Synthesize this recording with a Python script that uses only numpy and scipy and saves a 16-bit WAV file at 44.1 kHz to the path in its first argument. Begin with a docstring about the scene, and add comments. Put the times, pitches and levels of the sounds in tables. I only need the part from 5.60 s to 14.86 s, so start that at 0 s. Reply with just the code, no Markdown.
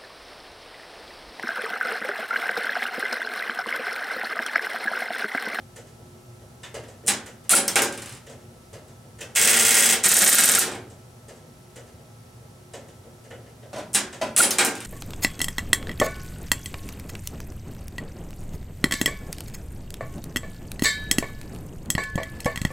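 """An electromechanical telephone selector works close to the microphone in an equipment room.
A relay pulls in, the shaft swings home and drops; it then ratchets up, ratchets round, and is later released again.
Blows are bursts of coloured noise in bands plus decaying sine modes of the parts struck.
Throughout, relays in other racks tick over hum, a thin whine and ventilation noise; knocks on the rack come late.
The recorder's fast limiter flattens the loudest blows."""
import sys
import numpy as np
from scipy import signal
from scipy.fft import rfft, irfft
from scipy.io import wavfile
from scipy.ndimage import uniform_filter1d, minimum_filter1d

SR = 44100
rng = np.random.default_rng(int(sys.argv[2]) if len(sys.argv) > 2 else 0)


def to_wav(s):
    """Save 16-bit WAV."""
    ch = np.atleast_2d(s).T  # columns
    pcm = np.round(np.clip(ch, -1, 1) * 32767)  # PCM
    wavfile.write(sys.argv[1], SR, pcm.astype(np.int16))


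N = 408366

# Blow rows everywhere: (t/s, level/dB, clank = extra mid/dB, thud = extra bass/dB); levels are relative.
# shaft releases: (latch opens/s, swing ends/s, shaft lands/s)
RELEASES = [(1.8938, 1.952, 2.157), (8.7635, 8.8175, 8.985)]
# blows of a landing: (delay/s, level/dB, clank/dB, thud/dB)
LANDING_BLOWS = [(0, -15.5, 8, 6.9), (.024, -24, 4, 13.2), (0.0636, -18.5, -2, 7)]
# colour of single blows of the switch: (f/Hz, density/dB per Hz)
SWITCH_COLOUR = [(100, -44), (190, -6), (280, -4), (430, -2.5), (620, -7.5), (800, -4), (1100, -7),
                 (1500, -3.5), (2600, -5.5), (4800, -7), (7000, -3.5), (8800, -1), (11500, -11),
                 (16000, -20.5)]
# colour of contact clicks: (f/Hz, density/dB per Hz)
CONTACT_COLOUR = [(1000, -44), (8000, -31), (10500, -9), (13300, 9), (14800, 9), (16000, -15)]
# modes of the switch frame and its covers: (f/Hz, level/dB, t60/s)
FRAME_MODES = [(193.2, -16, 0.6), (365.3, -8, 0.78), (452, -8, .6), (560.5, -4, 0.62), (773, -4, 0.46),
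               (843, -16.5, 0.64), (1404, -4, 0.46), (1554, -16, 0.72), (1622, -3, 0.52), (1844, 0, 0.1),
               (1920, 6, 0.14), (2060, -14, 0.12), (2188, 4, 0.26), (2630, 7, 0.092), (3214, -1, 0.39),
               (5700, -7, 0.2), (6200, -6, 0.27), (8100, -3, 0.22), (7843, -4, 0.2), (9700, -2, 0.2),
               (9000, 5, 0.107)]
# how rack and room carry a blow: (band centre/Hz, t60/s, build-up/s, crack over tail/dB)
BANDS = [(150, 1, 0.023, -3.5), (360, 0.6, 0.0079, -8.5), (660, 0.45, 0.0055, 5.5),
         (1320, 0.45, 0.0047, -5.5), (2830, 0.33, 0.0026, -0.5), (5060, 0.28, 0.0031, -0.5),
         (8700, 0.22, 0.00067, 10.5), (13900, .16, 0.006, 5.5)]
BAND_HZ = np.array(BANDS)[:, 0]
# stereo width of a blow: (f/Hz, side over mid/dB)
BLOW_WIDTH = [(60, -19), (110, -25), (200, -63), (380, -30), (700, -15.5), (1290, -9), (2380, -13.5),
              (4400, -8.5), (8120, -10), (10300, -12), (12500, -41)]


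def lifting_steps():
    """The magnet's pawl lifts the shaft tooth by tooth; each stroke hits the frame, each pull rings the pawl."""
    # lifting steps: (magnet pulls/s, magnet lets go/s)
    step_times = [(3.759, 3.787), (3.814, 3.847), (3.875, 3.903), (3.931, 3.962), (3.989, 4.023),
                  (4.050, 4.081), (4.107, 4.142), (4.168, 4.197), (4.223, 4.256), (4.290, 4.323)]
    # blows of armature, pawl and ratchet per pull: (delay/s, level/dB, clank/dB, thud/dB)
    pull_blows = [(0, 0.5, 3, -6), (.009, 0, 3, -5.5), (.018, 0, -25, 0)]
    # the same per release: (delay/s, level/dB, clank/dB, thud/dB)
    release_blows = [(0, 0, 2.5, 2), (.009, -2, 0, -1.5)]
    # colour of a lifting blow: (f/Hz, density/dB per Hz)
    lift_colour = [(59, -64.5), (100, -36), (234, 2.5), (289, -15.5), (452, 0), (492, -7), (752, -7),
                   (1100, -11), (1870, -3), (2370, -5.5), (3190, -4.5), (4110, -7), (8280, -1.5),
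                   (11600, -10), (16000, -12.5)]
    # pawl modes: (f/Hz, level/dB, t60/s)
    pawl_modes = [(1894, -8, 0.18), (1904, -9, 0.16), (2110, -10, .2)]
    first_step_db, growth_db_per_s = -20, 3  # steps grow harder as the shaft climbs
    first_pull_s = step_times[0][0]
    steps = [(pull_s, release_s, first_step_db + growth_db_per_s * (pull_s - first_pull_s))
             for pull_s, release_s in step_times]
    rows = strokes(steps, pull_blows, release_blows)
    impacts = blows(rows, lift_colour, BLOW_WIDTH, near_db=-1.5, crack_s=.0024, count=5)
    frame = gain_of(-21) * ring(rows, FRAME_MODES, rise_s=.0078)
    pawl = ring([(pull_s, db, 0, 0) for pull_s, _, db in steps], pawl_modes, rise_s=.002)
    return impacts + frame + pawl


def turning_steps():
    """The shaft steps round; blows ring frame and ratchet hub, and an interrupter contact clicks at each release."""
    # turning steps across the contact bank: (magnet pulls/s, magnet lets go/s, level/dB)
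    steps = [(4.456, 4.486, -16), (4.516, 4.5383, -18), (4.567, 4.587, -15), (4.618, 4.642, -15.5),
             (4.674, 4.693, -11), (4.729, 4.7486, -14), (4.784, 4.804, -17.5), (4.836, 4.855, -16),
             (4.890, 4.915, -18.5), (4.949, 4.988, -16.5)]
    # blows of armature, pawl and ratchet per pull: (delay/s, level/dB, clank/dB, thud/dB)
    pull_blows = [(-.013, -9, 9, 0.5), (0, -2, 2, 4.5), (.005, -6.5, -12, -11)]
    # the same per release: (delay/s, level/dB, clank/dB, thud/dB)
    release_blows = [(.004, 1.5, -2.5, -6)]
    # colour of a turning blow: (f/Hz, density/dB per Hz)
    turn_colour = [(59, -67), (100, -50.5), (189, 3), (283, -6.5), (608, -7), (768, -6), (910, -12),
                   (1580, -1), (2420, -7), (3860, -4), (4980, -4.5), (8460, 1), (11200, -9.5),
                   (14100, -8.5), (16000, -26)]
    # ratchet hub modes: (f/Hz, level/dB, t60/s)
    hub_modes = [(193, -11.5, 0.1), (1650, -4.5, 0.068), (1908, -6.5, 0.13), (6100, -12, 0.058)]
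    rows = strokes(steps, pull_blows, release_blows)
    impacts = blows(rows, turn_colour, BLOW_WIDTH, near_db=2.5, crack_s=.0041, count=4)
    frame = gain_of(-21.5) * ring(rows, FRAME_MODES, rise_s=.005)
    hub = ring([(pull_s, db, 0, 0) for pull_s, _, db in steps], hub_modes, rise_s=.0059)
    clicks = [(release_s, db, 0, 0) for _, release_s, db in steps]
    contact = blows(clicks, CONTACT_COLOUR, BLOW_WIDTH, near_db=18, crack_s=.001, count=2)
    return impacts + frame + hub + gain_of(-18.5) * contact


def switch_blows():
    """Relay closings, shaft landings, control relays and the final shudder strike the switch and ring its frame."""
    # a relay closes before each release: (t/s, level/dB)
    closings = [(1.480, -14.5), (8.348, -14.5)]
    # contacts touch, armature seats and rebounds: (delay/s, level/dB, clank/dB, thud/dB)
    closing_blows = [(-.016, -18.5, -9, -14), (-.008, -7, -10, -8), (0, -2, 2, -2), (.0085, -8.5, 3, -6),
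                     (.014, -14.5, -5, 14)]
    # relays that start and stop the stepping: (t/s, level/dB, clank/dB, thud/dB)
    control_relays = [(3.752, -27, 3, -9), (4.434, -30, -6, -10), (4.438, -15.5, -1, -4),
                      (4.467, -20, -2, -14), (4.971, -21, 1, -3)]
    # modes of the closing relay: (f/Hz, level/dB, t60/s)
    relay_modes = [(204.4, -18, 0.43), (564, -30, .25), (805, -19, 0.32), (2400, -15.5, .2),
                   (2720, -13, 0.21), (3840, -10.5, 0.14), (4050, -10, 0.17), (7870, 0, .1),
                   (8811, 2, 0.094), (9620, 2, 0.085)]
    settling = bounces(5.010, -35, gap_s=.06, shrink=.76, loss_db=.95, clank_db=9.5, thud_db=20.5, count=4)
    landings = repeated([(land_s, 0) for _, _, land_s in RELEASES], LANDING_BLOWS)
    rows = repeated(closings, closing_blows) + landings + control_relays + settling
    impacts = blows(rows, SWITCH_COLOUR, BLOW_WIDTH, near_db=-1, crack_s=.00098, count=5)
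    frame = gain_of(-22) * ring(rows, FRAME_MODES, rise_s=.014)
    relay = ring([(s, db, 0, 0) for s, db in closings], relay_modes, rise_s=.004)
    return impacts + frame + relay


def swinging_shaft():
    """The latch opens and the shaft swings home against its stop, which sets the wipers ringing."""
    # latch blows: (delay/s, level/dB, clank/dB, thud/dB)
    unlatch_blows = [(0, -17, 1, -7), (0.0133, -9, -8, -3)]
    # blows around the stop: (delay/s, level/dB, clank/dB, thud/dB)
    stop_blows = [(-.021, -28, 13.5, 17), (0, -9, -5, 1.5)]
    # colour of these blows: (f/Hz, density/dB per Hz)
    swing_colour = [(100, -45), (190, -5), (280, -4), (430, -5), (620, -5), (800, -4.5), (1100, -7.5),
                    (1500, -3.5), (2600, -6), (4800, -8), (6500, -9), (8000, 0), (9300, 0), (10500, -2.5),
                    (11800, -11.5), (16000, -20)]
    # wiper modes: (f/Hz, level/dB, t60/s)
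    wiper_modes = [(9560, -23, .26), (10150, -22, 0.3), (10600, -22, 0.28), (11050, -26, .22)]
    rows = []
    for open_s, home_s, _ in RELEASES:
        rows += repeated([(open_s, 0)], unlatch_blows) + repeated([(home_s, 0)], stop_blows)
    impacts = blows(rows, swing_colour, BLOW_WIDTH, near_db=-1, crack_s=.0011, count=4)
    frame = gain_of(-20) * ring(rows, FRAME_MODES, rise_s=.014)
    wipers = ring([(home_s, 0, 0, 0) for _, home_s, _ in RELEASES], wiper_modes, rise_s=.003)
    return impacts + frame + gain_of(-3) * wipers


def falling_shaft(contact_db=-34):
    """The shaft ticks its guide, rings as it lands and rattles; contacts click at the tick and the rebound."""
    # guide modes, rung by the tick: (f/Hz, level/dB, t60/s)
    guide_modes = [(5300, 1, 0.077), (5900, -2.5, 0.065), (6330, 1, .07)]
    # shaft modes, rung by the landing: (f/Hz, level/dB, t60/s)
    shaft_modes = [(369, -29, .5), (798, -27.5, 0.34), (1450, -27, 0.44), (1580, -26, 0.61),
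                   (2250, -20, .16), (3800, -26.5, .15)]
    tick_lead_s, tick_db = .0775, -20
    rattle_delay_s, rattle_db, rattle_back_db = .168, -37, -12.5
    landings_s = [land_s for _, _, land_s in RELEASES]
    ticks = [(land_s - tick_lead_s, tick_db, -1.5, 1) for land_s in landings_s]
    rebound_s = LANDING_BLOWS[-1][0]
    clicks = [(land_s + delay_s, contact_db, 0, 0) for land_s in landings_s for delay_s in (-tick_lead_s, rebound_s)]
    rattle = []
    for land_s in landings_s:
        taps = bounces(land_s + rattle_delay_s, rattle_db, gap_s=.051, shrink=.875, loss_db=.3,
                       clank_db=5.5, thud_db=3, count=8)
        # a softer tap on each way back
        back_taps = [((a[0] + b[0]) / 2, a[1] + rattle_back_db, *a[2:]) for a, b in zip(taps, taps[1:])]
        rattle += taps + back_taps
    tick = blows(ticks, SWITCH_COLOUR, BLOW_WIDTH, near_db=-4.5, crack_s=.0027, count=2)
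    guide = ring(ticks, guide_modes, rise_s=.0025)
    shaft = ring([(land_s, 0, 0, 0) for land_s in landings_s], shaft_modes, rise_s=.0035)
    contacts = blows(clicks, CONTACT_COLOUR, BLOW_WIDTH, near_db=7, crack_s=.002, count=1)
    rattling = blows(rattle, SWITCH_COLOUR, BLOW_WIDTH, near_db=0, crack_s=.0016, count=3)
    return tick + guide + shaft + contacts + rattling


def scraped_spring(glide=.04):
    """A spring scraped by the shaft: a sine swells and fades within milliseconds, its pitch rising by the glide."""
    # scrapes: (t/s, length/s, f/Hz, level before a common gain/dB)
    scrapes = [(1.931, .014, 1400, -18), (4.974, .014, 1400, -25), (8.799, .014, 1410, -17)]
    out = np.zeros((2, N))
    for s, length_s, hz, db in scrapes:
        u = np.linspace(0, 1, round(length_s * SR))
        turns = np.cumsum(hz * (1 + glide * (u - .5))) / SR
        swell = np.sin(np.pi * u ** 1.5)
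        add(out, s, gain_of(db + 6) * swell * np.sin(2 * np.pi * turns))
    return out


def rack_knocks():
    """Hollow knocks on the rack ring a panel."""
    # knocks: (t/s, level/dB, clank/dB, thud/dB)
    rows = [(8.130, -35.5, 1, 0), (8.160, -33, -1.5, -1), (8.182, -33.5, 0, 1), (8.614, -23.5, 2, -1.1),
            (8.634, -42, -9, -1.7)]
    # knock colour: (f/Hz, density/dB per Hz)
    knock_colour = [(30, -13), (75, -29), (213, -3), (503, -10.5), (630, -0.5), (698, -12), (1070, -12),
                    (1160, -22), (1240, -14), (1940, -18.5), (4880, -28), (9020, -36.5), (14700, -52)]
    # panel modes: (f/Hz, level/dB, t60/s)
    panel_modes = [(550, -13, .14), (648, -5, 0.17), (780, -13, .11)]
    impacts = blows(rows, knock_colour, BLOW_WIDTH, near_db=-4.5, crack_s=.039, count=2)
    return impacts + ring(rows, panel_modes, rise_s=.004)


def far_racks():
    """Each far relay works the next in a short chain; all ring their mounting plates, a few leave springs ringing."""
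    # first relay of each chain: (t/s, level/dB, clank/dB, thud/dB, gap within the chain/s)
    far_relays = [(.160, -35, -1.5, -2.5, 0.11), (.810, -59, 7, 14.5, 0.066), (1.032, -35, 7.5, -10.5, 0.2),
                  (1.142, -30, 1.5, 2, 0.14), (1.660, -33.5, 1, -7, .18), (2.665, -40, 1.5, -1.5, .06),
                  (2.695, -39, 0, 1.5, 0.11), (3.130, -36.5, -0.5, 0.5, 0.15),
                  (3.586, -39.5, 2.5, -3, 0.11), (3.607, -25.5, -3, -9, 0.14), (5.300, -42.5, -6, 0, .1),
                  (5.683, -37, -2.5, -1, 0.075), (6.158, -36, 0, -1, 0.11), (6.810, -63, 0, 18.5, 0.072),
                  (7.135, -33, 0.5, 2, .146), (7.640, -45, -0.5, 0.5, 0.094),
                  (7.705, -45.5, 12.5, 12, .155), (8.025, -53.5, 10, 13, .06), (8.527, -33, 3, -4.5, .1)]
    # softer, duller followers: (gaps after the first, level/dB, clank/dB, thud/dB)
    chain = [(0, 0, 0, 0), (1, -11, -2, -2), (2.1, -28, 7, 19.5)]
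    # far relay colour: (f/Hz, density/dB per Hz)
    far_colour = [(120, -43.5), (220, -9), (330, -12.5), (470, -5), (560, -5), (720, -11.5), (1050, -24.5),
                  (1900, -20), (2400, -25), (3100, -23.5), (4300, -29), (7200, -23.5), (9500, -29.5),
                  (12000, -40), (16000, -43)]
    # mounting plate modes: (f/Hz, level/dB, t60/s)
    plate_modes = [(451, -3.5, 0.15), (528, -15, 0.21), (1782, -9.5, 0.093), (2070, -19, 0.15),
                   (2960, -15, 0.17)]
    rows = [(s + gaps * gap_s, level + db, clank + more_clank, thud + more_thud)
            for s, level, clank, thud, gap_s in far_relays for gaps, db, more_clank, more_thud in chain]
    impacts = blows(rows, far_colour, BLOW_WIDTH, near_db=-20, crack_s=.0021, count=4)
    return impacts + ring(rows, plate_modes, rise_s=.008) + far_springs()


def far_springs(size=20000):
    """Single relay springs ring on as decaying sines."""
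    # spring tones: (t/s, f/Hz, level/dB, t60/s)
    tones = [(1.034, 3570, -41.5, 0.23), (3.609, 2490, -40, .18), (3.613, 2650, -39, 0.22),
             (3.611, 2900, -43, .14), (3.609, 3110, -41, 0.18)]
    t, out = np.arange(size) / SR, np.zeros((2, N))
    for s, hz, db, t60 in tones:
        envelope = 1000 ** (-t / t60) * (1 - np.exp(-t / .002))
        add(out, s, gain_of(db) * envelope * np.sin(2 * np.pi * hz * t))
    return out


def room(air_db=-48, whine_hz=1319, whine_db=-68):
    """Ventilation noise, power hum wavering as narrow noise bands, and a thin whine of drifting phase."""
    # ventilation colour: (f/Hz, density/dB per Hz)
    air_colour = [(15, -62), (25, -26), (117, -2.5), (200, -16), (236, -12.5), (326, -25.5), (363, -15.5),
                  (451, -23), (531, -17.5), (575, -30.5), (624, -21), (1290, -31), (2410, -35.5),
                  (10700, -36.5), (16000, -47.5)]
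    # stereo width of the ventilation: (f/Hz, side over mid/dB)
    room_width = [(60, -21), (110, -27), (200, -10.5), (380, -4.5), (700, -3), (1290, 1.5), (2380, -0.5),
                  (4400, -3.5), (8120, -3.5), (15000, -27)]
    # hum bands: (f/Hz, rms level/dB, width/Hz)
    hum_bands = [(97.5, -64.5, 5.8), (118.7, -57.5, 3.3), (235.5, -62.5, 11), (357.5, -63.5, 2.4),
                 (619, -69, 7), (824, -71.5, 2.5), (5650, -74.5, 180)]
    hz = np.fft.rfftfreq(N, 1 / SR)
    hum_shape = np.zeros(len(hz))
    for f, db, width_hz in hum_bands:
        to_unit_rms = np.sqrt(SR / (2 * np.sqrt(np.pi) * width_hz))
        hum_shape += gain_of(db) * np.exp(-.5 * ((hz - f) / width_hz) ** 2) * to_unit_rms
    hum = irfft(rfft(rng.standard_normal(N)) * hum_shape, N)
    drift = np.cumsum(.0095 * rng.standard_normal(N))
    whine = gain_of(whine_db) * evened(np.sin(2 * np.pi * whine_hz * np.arange(N) / SR + drift))
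    return gain_of(air_db) * noise(air_colour, room_width, N) + hum + whine


def strokes(steps, pull, release, late_s=.0007, uneven_db=1.8):
    """Each step repeats the same blows, a little unevenly, as the magnet pulls and lets go."""
    rows = []
    for pull_s, release_s, level in steps:
        rows += repeated([(pull_s, level)], pull) + repeated([(release_s, level)], release)
    rows = np.array(rows)
    return rows + rng.standard_normal(rows.shape) * [late_s, uneven_db, uneven_db, uneven_db]


def repeated(events, pattern):
    """Plays the same pattern of blows at each (t/s, level/dB)."""
    return [(at + delay, level + db, clank, thud) for at, level in events for delay, db, clank, thud in pattern]


def bounces(start_s, level_db, gap_s, shrink, loss_db, clank_db, thud_db, count):
    """A loose part bounces, each time sooner; it holds its strength at first, then dies quickly."""
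    times = start_s + np.concatenate([[0], np.cumsum(gap_s * shrink ** np.arange(count - 1))])
    return [(s, level_db - k ** 2 * loss_db, clank_db, thud_db) for k, s in enumerate(times)]


def blows(rows, colour, width, near_db, crack_s, count):
    """A few parts are struck in turn; clank and thud weight the bands of each blow."""
    parts = [response(colour, width, near_db, crack_s) for _ in range(count)]
    out = np.zeros((2, N))
    for k, (s, db, clank_db, thud_db) in enumerate(rows):
        band_gains = gain_of(db + heft(clank_db, thud_db, BAND_HZ))
        add(out, s, np.tensordot(band_gains, parts[k % count], 1))
    return out


def response(colour, width, near_db, crack_s, size=32768):
    """What one struck part sends out, per band: a crack, then a tail that builds up and dies."""
    early_side_db, late_side_db, spread_s = -4.5, 3.5, .026  # narrow at first, wider as the room answers
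    t, hz = np.arange(size) / SR, np.fft.rfftfreq(size, 1 / SR)
    spectrum = rfft(noise(colour, width, size, ripple_db=3.5))
    bands = []
    for own, (_, t60, build_s, crack_db) in zip(np.eye(len(BANDS)), BANDS):
        share = read(np.transpose([BAND_HZ, own]), hz)  # triangular crossover
        tail = (1 - np.exp(-t / build_s)) * 1000 ** (-t / t60) * np.sqrt(.2 / t60)
        crack = gain_of(crack_db + near_db) * np.exp(-t / crack_s)
        bands.append(irfft(spectrum * share, size) * (crack + tail))
    bands = np.array(bands)
    centre = bands.mean(1, keepdims=True)
    side_db = late_side_db + (early_side_db - late_side_db) * np.exp(-t / spread_s)
    return centre + (bands - centre) * gain_of(side_db)


def ring(rows, body, rise_s, size=24000):
    """Every blow rings the modes of a body, with random phases and the blow's own clank and thud."""
    hz, mode_db, t60 = np.transpose(body)
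    t, out = np.arange(size) / SR, np.zeros((2, N))
    modes = np.exp((2j * np.pi * hz - np.log(1000) / t60)[:, None] * t) * (1 - np.exp(-t / rise_s))
    for (s, db, clank_db, thud_db), turns in zip(rows, rng.random((len(rows), len(hz)))):
        gains = gain_of(db + mode_db + heft(clank_db, thud_db, hz))
        add(out, s, ((gains * np.exp(2j * np.pi * turns)) @ modes).real)
    return out


def heft(clank_db, thud_db, hz):
    """Extra dB of a blow: thud in the bass, clank in the middle range, none at the top."""
    return read([(600, thud_db), (1400, clank_db), (2600, clank_db), (7000, 0)], hz)


def noise(colour, width, size, ripple_db=0):
    """Stereo noise of a given colour and width; ripple gives it the random resonances of a small metal part."""
    hz = np.fft.rfftfreq(size, 1 / SR)
    knots = np.geomspace(900, SR / 2, 170)
    ripple = np.interp(hz, knots, np.clip(rng.standard_normal(len(knots)), -2, 2), left=0)
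    mid, side = rfft(rng.standard_normal((2, size))) * gain_of(read(colour, hz) + ripple_db * ripple)
    side = side * gain_of(read(width, hz))
    return evened(irfft(np.array([mid + side, mid - side]), size))


def gain_of(db):
    """Decibels to amplitude."""
    return 10 ** (np.asarray(db) / 20)


def evened(x):
    """Scales to rms 1."""
    return x / np.sqrt(np.mean(x ** 2) + 1e-20)


def read(points, hz):
    """Reads a spectrum on a log-frequency axis."""
    f, value = np.transpose(points)
    return np.interp(np.log(hz + 1), np.log(f + 1), value)


def add(mix, s, sound):
    """Mixes a sound in at time s."""
    part = mix[:, round(s * SR):][:, :sound.shape[-1]]
    part += sound[..., :part.shape[1]]


def scene():
    """The near switch, slightly to the right, among the other racks."""
    stepping = lifting_steps() + turning_steps()
    near = stepping + switch_blows() + swinging_shaft() + falling_shaft() + scraped_spring()
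    pan_db = [[-.3], [.3]]
    return near * gain_of(pan_db) + rack_knocks() + far_racks() + room()


def limiter(x, ceiling_db=-11, recovery_db_per_s=350, size=90):
    """Looks a moment ahead, ducks under each peak of short-term power and recovers quickly; size in samples."""
    power = uniform_filter1d((x ** 2).mean(0), size // 2)
    power_db = 10 * np.log10(abs(power) + 1e-12)
    peak_db = -minimum_filter1d(-power_db, 2 * size)
    over_db = np.maximum(peak_db - ceiling_db, 0)
    fall_db = np.arange(N) * recovery_db_per_s / SR
    duck_db = np.maximum.accumulate(over_db + fall_db) - fall_db
    return x / gain_of(uniform_filter1d(duck_db, size))


def record(dry, low_cut_hz=38, edge_hz=16200):
    """The limiter, a cut below the bass, then the band limit."""
    low_cut = signal.butter(2, low_cut_hz, "highpass", fs=SR, output="sos")
    low_pass = signal.firwin(511, edge_hz, window=("kaiser", 9), fs=SR)
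    limited = signal.sosfilt(low_cut, limiter(dry))
    return signal.oaconvolve(limited, low_pass[None], "same")


dry = scene()
out = record(dry)
to_wav(out)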